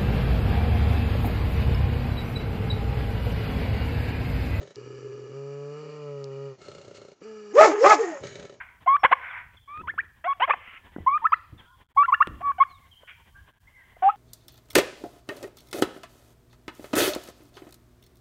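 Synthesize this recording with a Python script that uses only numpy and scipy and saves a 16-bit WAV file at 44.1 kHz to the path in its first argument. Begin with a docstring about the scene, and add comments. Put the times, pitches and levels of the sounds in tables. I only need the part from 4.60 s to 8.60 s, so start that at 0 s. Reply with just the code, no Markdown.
"""Two big dogs in a wire kennel, a metre from a phone. First a rumbling in-breath, then the near dog growls
with shut jaws: fold pulses ring throat resonances over a chest tone. It snores in a breath, noise and
palate knocks, and hums; then both dogs bark across each other, wobbling harmonics with rasping air.
Whines trail off under a thin airy whistle, and a last in-breath flaps. Walls and roof answer the calls
briefly, coloured noise fills the yard, and the phone clips the loudest peaks."""
import sys
import numpy as np
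from scipy import signal
from scipy.fft import rfft, irfft
from scipy.io import wavfile
from scipy.ndimage import uniform_filter1d

SR = 44100
rng = np.random.default_rng(int(sys.argv[2]) if len(sys.argv) > 2 else 0)


def to_wav(s):
    """Save 16-bit WAV."""
    ch = np.atleast_2d(s).T  # columns
    pcm = np.round(np.clip(ch, -1, 1) * 32767)  # PCM
    wavfile.write(sys.argv[1], SR, pcm.astype(np.int16))


N = 176400
T = np.arange(N) / SR


def undb(db):
    """Decibels to amplitude."""
    return 10 ** (np.asarray(db) / 20)


def unit(x):
    """Scale to rms 1."""
    return x / np.sqrt(np.mean(x ** 2))


def col(table, order):
    """A column of a table as a curve in time."""
    table = np.array(table)
    return np.interp(T, table[:, 0], table[:, order])


def gate(table, fade_s=0.018):
    """1 within the span of a table, short fades at its ends."""
    since_start = T - table[0][0]
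    until_end = table[-1][0] - T
    return np.clip(np.minimum(since_start, until_end) / fade_s + .5, 0, 1)


def shape(points, hz):
    """Level in dB at hz, drawn through points over log frequency."""
    points = np.array(points)
    return np.interp(np.log(np.maximum(hz, 1)), np.log(points[:, 0]), points[:, 1])


def noise(points):
    """Noise coloured by (Hz, dB) points, silent below the first; rms 1."""
    hz = np.arange(N // 2 + 1) * SR / N
    gain = undb(shape(points, hz)) * (hz > points[0][0])
    return unit(irfft(rfft(rng.standard_normal(N)) * gain, N))


def ring(x, hz, width_hz):
    """One resonance."""
    return signal.lfilter(*signal.iirpeak(hz, hz / width_hz, fs=SR), x)


def ring_twice(x, hz, width_hz, second_width_hz):
    """Two resonances in a row at one frequency, for steeper sides."""
    return ring(ring(x, hz, width_hz), hz, second_width_hz)


def walk(rate_hz):
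    """Smooth random curve with spread 1."""
    return unit(signal.lfilter(*signal.butter(2, rate_hz, fs=SR), rng.standard_normal(N)))


def resonate(x, peaks, lips=0):
    """Throat as parallel resonances, alternating in sign; parting lips change their gains."""
    out = 0
    for k, (hz, width_hz, db, *lip_db) in enumerate(peaks):
        gain = undb(db + sum(lip_db) * lips) * np.sqrt(60 / width_hz)
        out = out + (-1) ** k * gain * ring(x, hz, width_hz)
    return out


def airy(peaks, broad_db, lips=0):
    """Breath as noise through narrow resonances, over broad hiss; rms 1."""
    x = rng.standard_normal(N)
    band = signal.butter(3, [1200, 7500], "bandpass", fs=SR, output="sos")
    out = undb(broad_db) * signal.sosfilt(band, rng.standard_normal(N))
    for hz, width_hz, db, *lip_db in peaks:
        gain = undb(db + sum(lip_db) * lips) * np.sqrt(500 / width_hz)
        out = out + gain * ring_twice(x, hz, width_hz, 2 * width_hz)
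    return unit(out)


def steady(x):
    """Even out the level over 50 ms: breath pressure holds while single cycles scatter."""
    return x / np.sqrt(uniform_filter1d(x ** 2, size=int(.05 * SR)) + 1e-12)


# Near dog, jaws shut. Each row: start in seconds, pitch in Hz, level in dB before the two dips in tone,
# level of the breath hiss in dB before it pulses with the folds.
GROWL = [(0.165, 121.7, -44.5, -52.5), (0.339, 127.4, -42, -54), (0.697, 126.7, -43, -57.5),
         (0.767, 137.7, -36.5, -55.5), (1.073, 143.5, -36.5, -56), (1.215, 152.2, -39, -51),
         (1.375, 149.7, -40, -52.5), (1.495, 143.3, -35.5, -56), (1.697, 135.4, -37, -57.5),
         (1.867, 138.9, -35.5, -54.5), (1.927, 131.5, -41.5, -61), (1.97, 130.2, -63, -63.5)]
HUM = [(2.615, 171.4, -42.5, -63), (2.639, 198.7, -48.5, -49), (2.659, 221.6, -40, -53.5),
       (2.895, 205.3, -43.5, -56), (2.93, 217.4, -40, -50)]
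# Unevenness of the vocal folds. Each row: time in seconds, roughness 0-1.
ROUGH = [(0, .8), (.44, .75), (.47, .6), (.7, .6), (.77, .04), (1.18, .05), (1.28, .25), (1.4, .04),
         (2.6, .04), (2.62, .7), (2.66, .05)]
# Parting of the lips. Each row: time in seconds, opening 0-1.
LIPS = [(1.1, 0.21), (1.3, 1), (1.95, 1), (2.6, 0)]
# Resonances of the throat, then of the breath. Each row: centre in Hz, width in Hz, gain in dB before
# scaling for width, change in dB as the lips part.
THROAT = [(418.4, 37.5, 15, -0.5), (575, 26.5, -1, 7), (670, 75, -39.5, 18), (1060, 100, -9, 5.5),
          (1155, 73, -1.5, -2.5), (1287, 94, -9, 8.5), (2340, 59, -9, -6)]
HISS = [(1274, 94, 2.5, -2), (1700, 48, -1, -9.5), (1900, 64, -21, 16.5), (2390, 290, -2, 1),
        (2868, 76, -0.5, 0.5), (4625, 520, 1, -3), (5750, 77, -4.5, -7.5), (7280, 310, -7, -2.5)]
PULSE_S = .0001  # time for a fold pulse to fall to 1/e of its peak
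ASPIRATE_DB, RATTLE_DB = -17.5, -9.5
CHEST_DB, CHEST_HZ = -3, 121.4  # chest level at this pitch, weaker above it
CHEST_SHAKE_DB, RATTLE_HZ = 3, 324
VALLEY_HZ, GAP_HZ = 714, 3860  # dips in the tone


def growl(table):
    """Fold pulses, uneven when rough, ring the throat; the chest carries the fundamental and a loose rattle;
    breath hisses per cycle."""
    hz, rough, lips = col(table, 1), col(ROUGH, 1), col(LIPS, 1)
    even = np.cumsum(hz) / SR  # count of cycles
    # one random timing and one random strength per cycle
    chance = rng.standard_normal((1200, 2))[even.astype(int)]
    jitter = uniform_filter1d(chance[:, 0], size=150)
    part = (even + rough * 0.15 * jitter) % 1
    from_pulse_s = np.minimum(part, 1 - part) / hz
    pulses = np.exp(-(from_pulse_s / PULSE_S) ** 2) * undb(rough * 4.7 * chance[:, 1])
    cycle_puff = np.exp(-part / 0.98)

    source = unit(pulses - uniform_filter1d(pulses, size=600))
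    source = source + undb(ASPIRATE_DB) * cycle_puff * rng.standard_normal(N)
    voiced = steady(resonate(source, THROAT, lips))
    chest = undb(CHEST_DB) * (CHEST_HZ / hz) * np.sqrt(2) * np.sin(2 * np.pi * even - .8)
    chest = chest * undb(CHEST_SHAKE_DB * rough * walk(19))
    rattle = unit(ring_twice(pulses * chance[:, 0], RATTLE_HZ, 160, 160))
    chest = chest + rough * undb(RATTLE_DB) * rattle
    hiss = airy(HISS, -36, lips) * (0.26 + cycle_puff) * undb(walk(25))

    out = unit(voiced + chest) * undb(col(table, 2)) + hiss * undb(col(table, 3))
    # rough folds deepen the lower dip, parted lips fill the upper one
    out = out - np.minimum(1.5 * rough, 1) * ring(out, VALLEY_HZ, 390)
    out = out - (1 - 0.74 * lips) * ring(out, GAP_HZ, 1900)
    return gate(table, fade_s=.004) * out


# Steadier tone inside the rough growl. Each row: time in seconds, level in dB.
DRONE = [(0.17, -43), (0.21, -48.5), (0.435, -58), (0.45, -40.5), (0.69, -43.5), (0.74, -69)]
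DRONE_HZ = 413.7


def drone():
    """A sine wavering in pitch and level."""
    hz = DRONE_HZ * (1 + 0.014 * walk(26.6))
    tone = np.sqrt(2) * np.sin(2 * np.pi * np.cumsum(hz) / SR)
    return gate(DRONE) * tone * undb(col(DRONE, 1) + 1.1 * walk(40))


# Near dog's barks, the second dog's barks across them, then whines. Each row: start in seconds, pitch in Hz
# before wobble, level of the fundamental in dB, rasp in dB re fundamental, lift of the overtones in dB.
BARK_1 = [(2.931, 258.7, -45.5, -9.5, -9), (2.953, 426.2, -19.5, -23.5, -19),
          (2.975, 556, -12.5, -15.5, -5.5), (2.993, 600.3, -7.5, -18, 2.5), (3.015, 681, -12.5, -23, -2.5),
          (3.035, 637, -23.5, -10, 1), (3.059, 555, -16.5, -17.5, 2), (3.071, 497, -47, -12, -13.5),
          (3.1, 467, -57.5, -30, -11.5)]
BARK_2 = [(3.118, 396, -28.5, -12, 12), (3.15, 429.6, -19.5, -16.5, -24), (3.188, 400, -26.5, -14, -29.5),
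          (3.251, 583, -10.5, -23, -6), (3.271, 598, -29, -3, 10), (3.288, 642, -37.5, -22, -5.5),
          (3.311, 679, -16.5, -19, 2), (3.35, 523, -44.5, -24.5, -3)]
OTHER_1 = [(2.993, 410.5, -39.5, -14, 3.5), (3.012, 425.8, -17, -4, 8), (3.056, 446.5, -17.5, -6, 3.5),
           (3.085, 335.6, -23.5, -14, 2.4), (3.125, 271, -34, -1, -0.5)]
OTHER_2 = [(3.231, 298.9, -43, -6.5, 6), (3.244, 347.2, -27.5, 7, 8.5), (3.268, 400.3, -16.5, -9, 10.5),
           (3.284, 428.2, -23.5, -4, 5.5), (3.309, 427.6, -17.5, -17.5, 12.1),
           (3.329, 411, -23, -3.5, 15.5), (3.352, 297.7, -33.5, -20, 0.87), (3.384, 280, -38.5, -4, 3)]
WHINE_1 = [(3.384, 445, -28, -3.5, -23), (3.404, 460.7, -20.5, -19, -37), (3.452, 359.7, -30, -11, -4),
           (3.52, 307, -42, -4, -13), (3.55, 266, -53, -5, -0.5)]
WHINE_2 = [(3.461, 759, -43.5, -7, -12), (3.561, 562, -37, -8.5, -29), (3.6, 528, -50, -4, -20)]
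# Open mouth. Each row: frequency in Hz, gain in dB, used relative to that at the fundamental.
MOUTH = [(200, 12), (600, 1.5), (900, -4), (1350, -7), (1550, -20), (2200, -17.5), (3000, -36), (7000, -47)]
# Colour of the rasping air. Each row: frequency in Hz, level in dB per Hz before scaling to rms 1.
RASP = [(120, -78), (200, -57), (422, 2.5), (510, -28), (849, 5.5), (956, -4.5), (1300, -2.5), (1450, -11),
        (1840, -5), (3400, -23.5), (4420, -79), (7480, -120)]
THIRD_SHARE = 0.14  # extra part of the lift for harmonics above the octave
WOBBLE = .026  # spread of the pitch, as a share, at full effort
SHIMMER_DB, RASP_PATCHY_DB = 0.7, 2  # spread of the fundamental's level, and of the rasp's
TOP_HZ = 8500  # no harmonics from here up; the phone also cuts here


def call(table):
    """A bark or whine: wobbling harmonics through the open mouth, with air that rasps once per cycle."""
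    effort = np.clip((col(table, 2) + 40) / 25, .25, 1)
    hz = col(table, 1) * (1 + WOBBLE * effort * walk(120))
    phase = 2 * np.pi * np.cumsum(hz) / SR
    tone = 0
    for k in range(1, 15):
        mouth_db = shape(MOUTH, k * hz) - shape(MOUTH, hz)
        lift_db = col(table, 4) * ((k > 1) + THIRD_SHARE * (k > 2))
        shimmer_db = SHIMMER_DB * min(k * k, 7) * walk(90)  # overtones flicker more
        harmonic = np.sqrt(2) * np.cos(k * phase + .3 * max(k - 2, 0) ** 2)
        tone = tone + (k * hz < TOP_HZ) * undb(mouth_db + lift_db + shimmer_db) * harmonic
    rasp = noise(RASP) * undb(col(table, 3) + RASP_PATCHY_DB * walk(120))
    rasp = rasp * (1 + 0.79 * np.cos(phase))
    return gate(table) * undb(col(table, 2)) * (tone + rasp)


# Treble of the air driven out with the barks. Each row: time in seconds, level in dB, centre of its
# brightest band in Hz.
BARK_AIR = [(2.93, -64, 6250), (2.948, -47.5, 6070), (3.014, -32.5, 5720), (3.056, -29.5, 5770),
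            (3.162, -52.5, 6340), (3.256, -34, 5180), (3.302, -29.5, 6400), (3.342, -31, 5930),
            (3.378, -46, 6470), (3.414, -44, 6656), (3.616, -57.5, 6900)]
# Its broad part. Each row: frequency in Hz, level in dB per Hz before scaling to rms 1.
BARK_AIR_COLOUR = [(1650, -40), (2800, -5), (3380, -8.5), (4550, -3.5), (7400, 1), (8460, -24),
                   (11000, -60.5), (18600, -120)]
# Its narrow bands. Each entry: centre in Hz.
BARK_AIR_BANDS = (5040, 5350, 6560, 7110)
BAND_WIDTH_HZ, BAND_PEAK_DB, BAND_REST_DB = 470, 15, -16.5


def bark_air():
    """Bright air with the barks: broad when loud, and bands that light up near a wandering centre."""
    level_db, centre = col(BARK_AIR, 1), col(BARK_AIR, 2)
    air = noise(BARK_AIR_COLOUR) * undb(0.58 * (level_db + 45.0) + 1.3 * walk(80))
    for hz in BARK_AIR_BANDS:
        band = unit(ring_twice(rng.standard_normal(N), hz, BAND_WIDTH_HZ, BAND_WIDTH_HZ))
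        near = np.exp(-((centre - hz) / 700) ** 2)
        air = air + band * undb(BAND_PEAK_DB * near + BAND_REST_DB + 3.8 * walk(35))
    return gate(BARK_AIR) * steady(air) * undb(level_db)


# Throat while breathing in. Each row: centre in Hz, width in Hz, gain in dB before scaling for width.
PALATE = [(131, 47, 1.5), (404.6, 30, 0), (567.5, 46, 1), (1330, 80, 0)]
FLAP_HZ, FLAP_DIRECT = 444, 0.17  # resonance of a knock, and share that bypasses it


def flap(x):
    """A soft knock that swells for a cycle or two in the throat."""
    return resonate(ring(x, FLAP_HZ, 230) + FLAP_DIRECT * x, PALATE)


# Three in-breaths. Each row: start in seconds, level of the air in dB before the flaps stir it, level of
# the low rumble in dB before its trim.
INHALE = [
    [(0.0, -58, -29.5), (0.038, -60.5, -37.5), (0.104, -60.5, -48), (0.148, -64, -73), (0.16, -54, -56)],
    [(1.98, -63, -45.5), (2.058, -51, -41), (2.08, -55, -38.5), (2.378, -63, -44.5), (2.412, -60, -43),
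     (2.6, -69, -73)],
    [(3.6, -62, -35.5), (3.65, -46, -29.5), (3.71, -47, -37), (3.854, -56, -32.5), (3.868, -55, -45.5),
     (4.0, -74, -47)],
]
# Palate flaps. Each row: start in seconds, peak of the knock in dB.
FLAPS = [(0.014, -41), (0.029, -37.5), (0.074, -43), (0.106, -43), (2.016, -42.5), (2.083, -34.5),
         (2.116, -42), (2.149, -40), (2.182, -39), (2.214, -52), (2.247, -40), (2.279, -37), (2.311, -38.5),
         (2.346, -41.5), (2.381, -41), (2.416, -38.5), (2.449, -38), (2.483, -39.5), (2.517, -42.5),
         (3.636, -28.5), (3.669, -41), (3.755, -35), (3.796, -36), (3.827, -39), (3.852, -44), (3.896, -37),
         (3.924, -42), (3.94, -46)]
# Resonances of the short in-breaths, then of the long snore. Each row: centre in Hz, width in Hz, gain in
# dB before scaling for width.
AIR = [(1316, 26, -0.5), (1763, 390, 4.5), (2230, 76, 1), (2995, 100, -2), (3910, 280, 1),
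       (6250, 320, -2.5), (6730, 100, 1)]
SNORE_AIR = [(1330, 92, 3.5), (2163, 69, -3), (2840, 130, -1.5), (4250, 210, 1), (7100, 320, -4)]
RUMBLE_TRIM_DB, TICK_AIR_DB = -11, -1
FLAP_S = .0004  # half the length of a knock
FLAP_AIR_DB, FLAP_AIR_S = 11, .011  # lift of the air after a flap, and its decay time


def snores():
    """In-breaths: rushing air, and the palate flaps, steadily or singly, knocking the throat."""
    knock = np.zeros(N)
    for s, db in FLAPS:
        knock[int(s * SR)] = undb(db)
    soft = np.hanning(int(2 * FLAP_S * SR))
    peak = np.max(flap(np.r_[soft, np.zeros(2000)]))
    out = flap(np.convolve(knock, soft)[:N]) / peak
    # each flap stirs the air, dying away
    burst = signal.lfilter([1], [1, -np.exp(-1 / (FLAP_AIR_S * SR))], 1. * (knock > 0))
    for table, peaks in zip(INHALE, (AIR, SNORE_AIR, AIR)):
        air_db, rumble_db = col(table, 1), col(table, 2) + RUMBLE_TRIM_DB
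        air = airy(peaks, -7.0) * undb(air_db + 0.25 * walk(7.7) + FLAP_AIR_DB * (burst - 0.24))
        rumble = unit(resonate(rng.standard_normal(N), PALATE[:3])) * undb(rumble_db + 0.92 * walk(44))
        tick = unit(ring(rng.standard_normal(N), 3800, 980)) * undb(air_db + TICK_AIR_DB) * burst ** 2
        out = out + gate(table) * (air + rumble + tick)
    return out


PUFF_S, PUFF_LENGTH_S, PUFF_DB = 2.345, .04, -52.5


def puff():
    """One quick broad puff of breath noise in mid snore."""
    return airy(SNORE_AIR, 1) * undb(PUFF_DB) * gate([[PUFF_S], [PUFF_S + PUFF_LENGTH_S]])


# Narrow airy band over the whines. Each row: time in seconds, level in dB.
WHISTLE = [(3.39, -52), (3.444, -42.5), (3.572, -49), (3.59, -66)]
WHISTLE_HZ, WHISTLE_WIDTH_HZ = 1850, 50


def whistle():
    """Noise squeezed through a narrow resonance."""
    air = ring_twice(rng.standard_normal(N), WHISTLE_HZ, WHISTLE_WIDTH_HZ, WHISTLE_WIDTH_HZ)
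    return gate(WHISTLE) * unit(air) * undb(col(WHISTLE, 1))


# Small clicks. Each row: start in seconds, strength in dB before a fixed gain and the resonance.
TICKS = [(0.1584, -29), (1.6424, -27.5)]
TICK_HZ, TICK_WIDTH_HZ = 4900, 1700


def ticks():
    """Tiny bright clicks: impulses through a wide resonance."""
    x = np.zeros(N)
    for s, db in TICKS:
        x[int(s * SR)] = 8 * undb(db)
    return ring_twice(x, TICK_HZ, TICK_WIDTH_HZ, 2 * TICK_WIDTH_HZ)


KENNEL_T60_S, KENNEL_DB = .17, -13.5  # decay by 60 dB, and level of the echoes
KENNEL_HZ = 3150  # upper edge of the echoes


def kennel(x):
    """Dense short echoes off walls and roof, duller than the direct sound."""
    t = T[:SR // 2]
    tail = rng.standard_normal(len(t)) * undb(-60 * t / KENNEL_T60_S) * (t > .004)
    tail = signal.lfilter(*signal.butter(1, [250, KENNEL_HZ], "bandpass", fs=SR), tail)
    return undb(KENNEL_DB) * signal.fftconvolve(x, tail / np.sqrt(np.sum(tail ** 2)))[:N]


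# Yard background. Each row: frequency in Hz, level in dB per Hz before scaling to rms 1.
YARD = [(18, -62), (30, -12.5), (412, 1), (1340, -10), (1470, -12), (1740, -13), (3600, -18), (4800, -17),
        (6840, -12), (8460, -51.5), (11000, -66)]
YARD_DB = -60.5


def yard():
    """Steady coloured noise behind the dogs."""
    return noise(YARD) * undb(YARD_DB)


def scene():
    """Both dogs in the kennel, with the yard behind; only the calls echo."""
    calls = sum(call(c) for c in (BARK_1, BARK_2, OTHER_1, OTHER_2, WHINE_1, WHINE_2))
    calls = signal.sosfilt(signal.butter(3, 200, "highpass", fs=SR, output="sos"), calls)
    throaty = growl(GROWL) + growl(HUM) + drone() + snores() + puff()
    return (calls + kennel(calls) + bark_air() + throaty + whistle() + ticks() + yard())[None]


MIC_LOW_HZ, MIC_HIGH_HZ = 40.2, 7240
SQUELCH_DB, SQUELCH_POWER, SQUELCH_S = -53, 0.9, .025  # threshold, steepness, averaging time
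CLIP = .99


def record(dry):
    """The phone's microphone rolls off both ends, a suppressor shuts on faint sound, the top is cut and
    the peaks clip."""
    band = signal.butter(3, [MIC_LOW_HZ, MIC_HIGH_HZ], "bandpass", fs=SR, output="sos")
    mic = signal.sosfilt(band, dry)
    loud = np.sqrt(uniform_filter1d(mic ** 2, size=int(SQUELCH_S * SR)) + 1e-12)
    mic = mic * np.minimum(loud / undb(SQUELCH_DB), 1) ** SQUELCH_POWER
    cut = signal.sosfilt(signal.ellip(8, .2, 60, TOP_HZ, fs=SR, output="sos"), mic)
    clipped = np.clip(cut, -CLIP, CLIP)
    # a last low-pass trims the spray of the clipping
    return signal.sosfilt(signal.ellip(8, .2, 70, 15500, fs=SR, output="sos"), clipped)


dry = scene()
out = record(dry)
to_wav(out)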